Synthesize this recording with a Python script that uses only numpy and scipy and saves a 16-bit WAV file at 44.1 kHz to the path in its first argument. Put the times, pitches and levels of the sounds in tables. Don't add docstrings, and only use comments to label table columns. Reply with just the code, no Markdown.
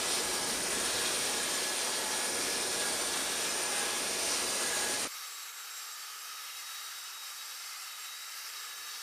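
import sys
import numpy as np
from scipy import signal
from scipy.fft import rfft, irfft, next_fast_len
from scipy.io import wavfile
from scipy.ndimage import uniform_filter1d

SR = 44100
rng = np.random.default_rng(int(sys.argv[2]) if len(sys.argv) > 2 else 0)


def volts(x):
    e = np.asarray(x, float) / 20
    return 10 ** e


def pcm_store(signal):
    levels = np.round(np.clip(np.atleast_2d(signal), -1, 1) * 32767)
    wavfile.write(sys.argv[1], SR, levels.astype(np.int16).T)


N = 397782


def rms_one(x):
    return x / np.sqrt(np.mean(x ** 2) + 1e-20)


def in_time(rows):
    s, *columns = np.transpose(rows)
    return [np.interp(np.arange(N) / SR, s, column) for column in columns]


def swells(rows):
    t = np.arange(0, N, 64) / SR
    rows = np.array(rows)
    centre, length = rows[:, :1], rows[:, 1:2]
    bells = np.exp(-((t - centre) / length) ** 2)
    return [np.interp(np.arange(N) / SR, t, db @ bells) for db in rows[:, 2:].T]


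def drift(rate):
    hop = 40
    r = np.exp(-2 * np.pi * rate * hop / SR)
    sparse = rng.standard_normal(N // hop + 2002)
    slow = signal.lfilter([1], [1, -2 * r, r * r], sparse)[2000:]
    return np.interp(np.arange(N) / hop, np.arange(len(slow)), rms_one(slow))


def patches(shape, cells):
    field = rng.standard_normal(shape)
    for axis in (0, 1, 0, 1):
        field = uniform_filter1d(field, max(round(cells[axis]), 1), axis=axis)
    return rms_one(field)


def tone(hz, level_db, flutter_db, wobble_hz):
    turns = np.cumsum(hz + wobble_hz * drift(28.1)) / SR + rng.random()
    level = np.sqrt(2) * volts(level_db + flutter_db * drift(28))
    return level * np.sin(2 * np.pi * turns)


REGION_HZ = (70, 700, 4500, 11000)
# (time [s], frequency [Hz], width [Hz], length [s], level [dB])
GUSTS = [(.15, 4800, 1200, .11, 2.5), (.45, 3000, 900, .15, -1), (.95, 3700, 500, .15, 2),
         (1.35, 4000, 300, .1, 2), (2.38, 5400, 600, .17, 3.5), (2.32, 2100, 500, .12, 2),
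         (2.7, 13500, 1200, .15, -1.5), (3.3, 5500, 900, .1, -1.5), (3.8, 2500, 250, .5, 2),
         (4.3, 5600, 500, .12, 2), (4.75, 3800, 80, .1, 3), (5.55, 5200, 700, .15, -3),
         (6.45, 5300, 400, .12, 1.5), (7.55, 5000, 600, .15, 2.5), (7.7, 9300, 800, .25, 1.5),
         (8.5, 5200, 600, .2, 2)]


def air_noise(spectrum, humps, wind, carry, follows, shared_db, broad_db, fine_db):
    size = next_fast_len(N)
    hz = np.arange(size // 2 + 1) * SR / size + 1e-3
    corner_hz, corner_db = np.transpose(spectrum)
    power = volts(np.interp(np.log(hz), np.log(corner_hz), corner_db, left=-90)) ** 2
    resonance = 1
    for centre_hz, width, db in humps:
        resonance = resonance + (volts(db) ** 2 - 1) / (1 + (2 * (hz - centre_hz) / width) ** 2)
    white = rfft(rng.standard_normal(size))
    noise = rms_one(irfft(white * np.sqrt(power * resonance), size)[:N])

    hz, s, cells = signal.stft(noise, SR, nperseg=2048, noverlap=1536)
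    gain_db = 0
    for curve, share in ((wind, (1, 0, 0, 0)), (carry, (0, *follows))):
        times, db = np.transpose(curve)
        middle_db = np.mean(np.interp(np.linspace(times[0], times[-1], 50), times, db))
        share_at_hz = np.interp(np.log(hz + 1), np.log(REGION_HZ), share)
        gain_db += np.outer(share_at_hz, np.interp(s, times, db - middle_db))
    for at, gust_hz, width, length, db in GUSTS:
        region = np.exp(-((hz - gust_hz) / width) ** 2)
        gain_db += db * np.outer(region, np.exp(-((s - at) / length) ** 2))
    flicker = shared_db * patches((1, len(s)), (1, 3.0))
    flicker = flicker + broad_db * patches(cells.shape, (60.0, 3.0))
    flicker += fine_db * np.clip(7000 / (hz + 1), 0, 1)[:, None] * patches(cells.shape, (3.0, 22.0))
    gain_db += np.clip(hz / 1800, 0, 1)[:, None] * flicker
    return signal.istft(cells * volts(gain_db), SR, nperseg=2048, noverlap=1536)[1][:N]


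def generator_hum():
    return tone(241.9, -59.5, flutter_db=2.0, wobble_hz=0.3)


def whistle(hz, width, level_db):
    r = np.exp(-np.pi * width / SR)
    poles = [1, -2 * r * np.cos(2 * np.pi * hz / SR), r * r]
    once = signal.lfilter([1, 0, -1], poles, rng.standard_normal(N))
    return volts(level_db) * rms_one(signal.lfilter([1, 0, -1], poles, once))


# (time [s], lower level [dB], upper level [dB])
WHISTLE_LEVELS = [(0.0, -45, -53), (0.37, -51, -51), (1.14, -48, -52), (4.86, -50, -53), (5.03, -47, -53),
                  (5.07, -57, -56)]
# (frequency [Hz], width [Hz], level within their band [dB])
WHISTLE_MODES = [
    (5690, 150, -3),
    (6984, 32, -4),
]


def duct_whistles():
    modes = zip(WHISTLE_MODES, in_time(WHISTLE_LEVELS))
    return sum(whistle(hz, width, share_db + band_db) for (hz, width, share_db), band_db in modes)


# (time [s], length [s], level [dB])
PUMP_FADES = [
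    (.45, 0.33, -7),
    (1.3, .15, -4),
    (3.55, .08, -1),
    (4.4, .2, -3),
    (2.75, 0.17, -5),
    (3.24, .12, -2),
    (5.05, .1, -6),
]


def steady_pump():
    return tone(1688.5, -50 + swells(PUMP_FADES)[0], flutter_db=2.5, wobble_hz=2.0)


# (time [s], frequency [Hz])
HUNTING_HZ = [(0, 846), (.33, 829), (.48, 829), (.8, 847), (1.2, 844), (1.4, 829), (1.6, 842), (2.08, 865),
              (2.5, 846), (2.88, 826), (3.22, 858), (3.5, 841), (3.84, 818), (4.2, 848), (4.48, 835),
              (4.68, 815), (4.98, 843)]
# (time [s], length [s], tone rise [dB], octave rise [dB])
LOADS = [(.02, .08, 7, 7), (.38, 0.18, 11.5, 14.5), (.98, 0.11, 0, 12), (1.38, 0.14, 11, 14.5),
         (1.7, 0.16, 3, 9), (2.12, .22, 13.5, 1), (2.46, .07, -8, 11), (2.84, 0.14, 11, 16),
         (3.23, 0.078, 8, 8), (3.45, 0.18, 4, 2), (3.82, 0.26, 13.5, 14.5), (4.3, 0.097, 8, 13),
         (4.82, 0.19, 11, 19)]


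def hunting_pump():
    hz, = in_time(HUNTING_HZ)
    first_db, octave_db = swells(LOADS)
    sound = tone(hz, -62 + first_db, flutter_db=2.5, wobble_hz=2.5)
    return sound + tone(2 * hz, -63 + octave_db, flutter_db=2.5, wobble_hz=3.0)


# (multiple, level [dB])
FAR_ORDERS = [
    (1, 0),
    (2, -1),
    (3, -8.5),
    (4, -1),
]


def far_fan():
    shade_s, shade_length_s, shade_db = 7.55, .5, -13
    far_db = -71 + shade_db * np.exp(-((np.arange(N) / SR - shade_s) / shade_length_s) ** 2)
    return sum(tone(multiple * 3710.6, far_db + db, flutter_db=2.0, wobble_hz=1.5)
               for multiple, db in FAR_ORDERS)


# (time [s], frequency [Hz])
FAN_HZ = [(5.08, 3808), (5.46, 3832), (5.64, 3809), (5.9, 3807), (6.06, 3817), (6.18, 3810), (6.58, 3824),
          (7.04, 3802), (7.37, 3830), (7.45, 3818), (7.52, 3829), (7.74, 3800), (8.0, 3825), (8.12, 3816),
          (8.21, 3834), (8.31, 3811), (8.5, 3821), (8.85, 3805)]
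# (first [dB], second [dB], third [dB])
FAN_DB = (-54.5, -59.5, -66.5)
TWIN_DB = (-65, -64, -70)
# (time [s], length [s], first order [dB], second order [dB])
FAN_SWELLS = [(5.08, 0.088, -15, 6), (5.4, 0.15, -3, 5), (5.82, .2, -6, 6.5), (6.22, 0.16, -10, 2),
              (6.55, .2, 0.5, -9), (7.1, 0.13, -0.5, -4), (7.75, 0.14, -13, 1), (7.92, .05, 5, -5),
              (8.03, .04, -2, 4), (8.36, 0.046, -4, 0), (8.79, .05, -3, -3), (8.9, .2, 1.5, -7)]


def cooling_fans():
    hz, = in_time(FAN_HZ)
    twin_hz = 3815
    third_db = 2.5 * drift(3.8)
    sound = np.zeros(N)
    for k, db in enumerate(swells(FAN_SWELLS) + [third_db]):
        order = k + 1
        sound += tone(order * hz, FAN_DB[k] + db, flutter_db=2 + k, wobble_hz=2 * order)
        sound += tone(order * twin_hz, TWIN_DB[k], flutter_db=4.0, wobble_hz=1.69 * order)
    return sound


# (frequency [Hz], density [dB per Hz])
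NOSE_SPECTRUM = [(18, -88), (30, -90), (163, -36.5), (460, -18.5), (612, -16.5), (815, -11.5), (1030, -11),
                 (1300, -2.5), (3500, -9), (3780, -11), (4090, -7.5), (5440, -3.5), (7240, -10.5),
                 (7830, -9.5), (15000, -13)]
# (frequency [Hz], width [Hz], level over the hiss [dB])
NOSE_HUMPS = [(1150, 180, 4.5), (2030, 150, 1), (2740, 90, 4.5), (3070, 85, 4.5), (4580, 280, 4),
              (5170, 120, -7), (5460, 360, 1.5), (6250, 130, 2.5), (8830, 89, 3.5)]
# (time [s], level [dB])
NOSE_WIND = [
    (5.2, -101),
    (8.45, -101.5),
    (8.6, -87),
    (9.02, -86),
]
# (time [s], level [dB])
NOSE_CARRY = [(5.15, -52.5), (5.52, -55.5), (6.74, -53.5), (7.13, -55.5), (7.6, -54), (8.3, -55.5),
              (8.38, -52), (8.67, -55), (9.02, -52.5)]
NOSE_FOLLOWS = (0.14, 0.64, 0.65)


def nose_hiss():
    echo_s, echo_share, echo_hz = 0.002347, 0.25, 3000
    hiss = air_noise(NOSE_SPECTRUM, NOSE_HUMPS, NOSE_WIND, NOSE_CARRY, NOSE_FOLLOWS,
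                     shared_db=.6, broad_db=.6, fine_db=1.7)
    dull = signal.butter(2, echo_hz, fs=SR, output="sos")
    bounce = signal.sosfiltfilt(dull, np.roll(hiss, round(echo_s * SR)))
    return volts(-43.5) * (hiss + echo_share * bounce)


# (time [s], length [s], level [dB])
COMPRESSOR_FADES = [(0, .04, -15), (.66, .08, -6), (1.0, 0.19, -3), (1.36, .08, -4), (2.06, 0.094, -13),
                    (2.35, 0.066, 7), (2.48, .05, -5), (2.84, 0.063, -14), (3.25, .13, -13),
                    (3.59, .08, 5.5), (3.9, 0.085, -7), (4.2, .05, -2), (4.45, .05, 4), (4.62, 0.12, -13),
                    (5.02, .1, -3)]


def compressor_whine():
    return tone(9038, -47 + swells(COMPRESSOR_FADES)[0], flutter_db=3.5, wobble_hz=8.0)


# (frequency [Hz], density [dB per Hz])
TAIL_SPECTRUM = [(20, -40), (28, -23), (59, -11), (146, -12), (243, -5.5), (373, -4), (1150, -3),
                 (2130, -5), (3300, -4.5), (5570, -3.5), (7680, -7.5), (9770, -10), (13200, -17),
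                 (15200, -21.5)]
# (frequency [Hz], width [Hz], level over the roar [dB])
TAIL_HUMPS = [(198, 25, 4), (279, 14, 4), (372, 28, 8), (408, 16, 3), (454, 14, 4), (477, 26, 7),
              (605, 110, 4), (2400, 60, 3), (9035, 450, 9), (9035, 110, 9)]
# (time [s], level [dB])
TAIL_WIND = [(0.0, -60.5), (0.72, -56.5), (1.39, -62), (1.78, -68), (2.37, -62), (3.14, -63.5), (3.3, -65),
             (5.04, -63)]
# (time [s], level [dB])
TAIL_CARRY = [(0.0, -38.5), (0.14, -35.5), (0.32, -37.5), (0.97, -36), (1.94, -37), (2.06, -38),
              (2.36, -37.5), (2.71, -37.5), (2.86, -36.5), (3.61, -38), (3.79, -36.5), (4.1, -38.5),
              (4.29, -36), (4.59, -37), (4.62, -36), (5.04, -37)]
TAIL_FOLLOWS = (0.067, 1.0, 0.59)
# (frequency [Hz], level [dB])
DULLING = [
    (1500, -5),
    (10500, -7),
]


def tail_roar():
    dull_from_s = 5.0475
    sound = volts(-33.5) * air_noise(TAIL_SPECTRUM, TAIL_HUMPS, TAIL_WIND, TAIL_CARRY, TAIL_FOLLOWS,
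                                   shared_db=.5, broad_db=.6, fine_db=1.8)
    for hz, db in DULLING:
        high_pass = signal.butter(2, hz, "high", fs=SR, output="sos")
        treble = signal.sosfiltfilt(high_pass, sound)
        sound -= treble * (1 - volts(db)) * (np.arange(N) > dull_from_s * SR)
    return sound


def scene():
    beside_nose = far_fan() + cooling_fans() + nose_hiss()
    behind_tail = generator_hum() + duct_whistles() + steady_pump() + hunting_pump()
    behind_tail += compressor_whine() + tail_roar()
    fade = np.clip((np.arange(N) / SR - 5.0755) / 0.0012 + .5, 0, 1)
    return np.tile((1 - fade) * behind_tail + fade * beside_nose, (2, 1))


def apart(mono, level_db):
    side, size = np.zeros(N), 2048
    hop, start = 1024, 972
    hz = np.arange(size // 2 + 1) * SR / size
    patches_per_s = 5.6
    for when, where, wide in rng.random((round(patches_per_s * N / SR), 3)):
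        i = start + hop * int(when * (N // hop - 3))
        low_hz = np.interp(where, (0, 1), (4100, 14400))
        width_hz = np.interp(wide, (0, 1), (900, 2100))
        band = (hz > low_hz) * (hz < low_hz + width_hz)
        block = rfft(mono[i:i + size] * np.hanning(size) ** .5) * band
        scrambled = block * np.exp(2j * np.pi * rng.random(len(hz)))
        side[i:i + size] += irfft(scrambled) * np.hanning(size)
    return volts(level_db) * side


def roll_off(x):
    return signal.sosfilt(signal.butter(12, 15150, fs=SR, output="sos"), x)


def record(dry):
    rounded = .2 * np.tanh(dry / .2)
    low_pass = signal.ellip(10, .3, 40, 15020, fs=SR, output="sos")
    cut = signal.sosfilt(low_pass, rounded)
    mix = cut + apart(cut[0], level_db=1.0) * [[1], [-1]]
    return roll_off(mix)


dry = scene()
out = record(dry)
pcm_store(out)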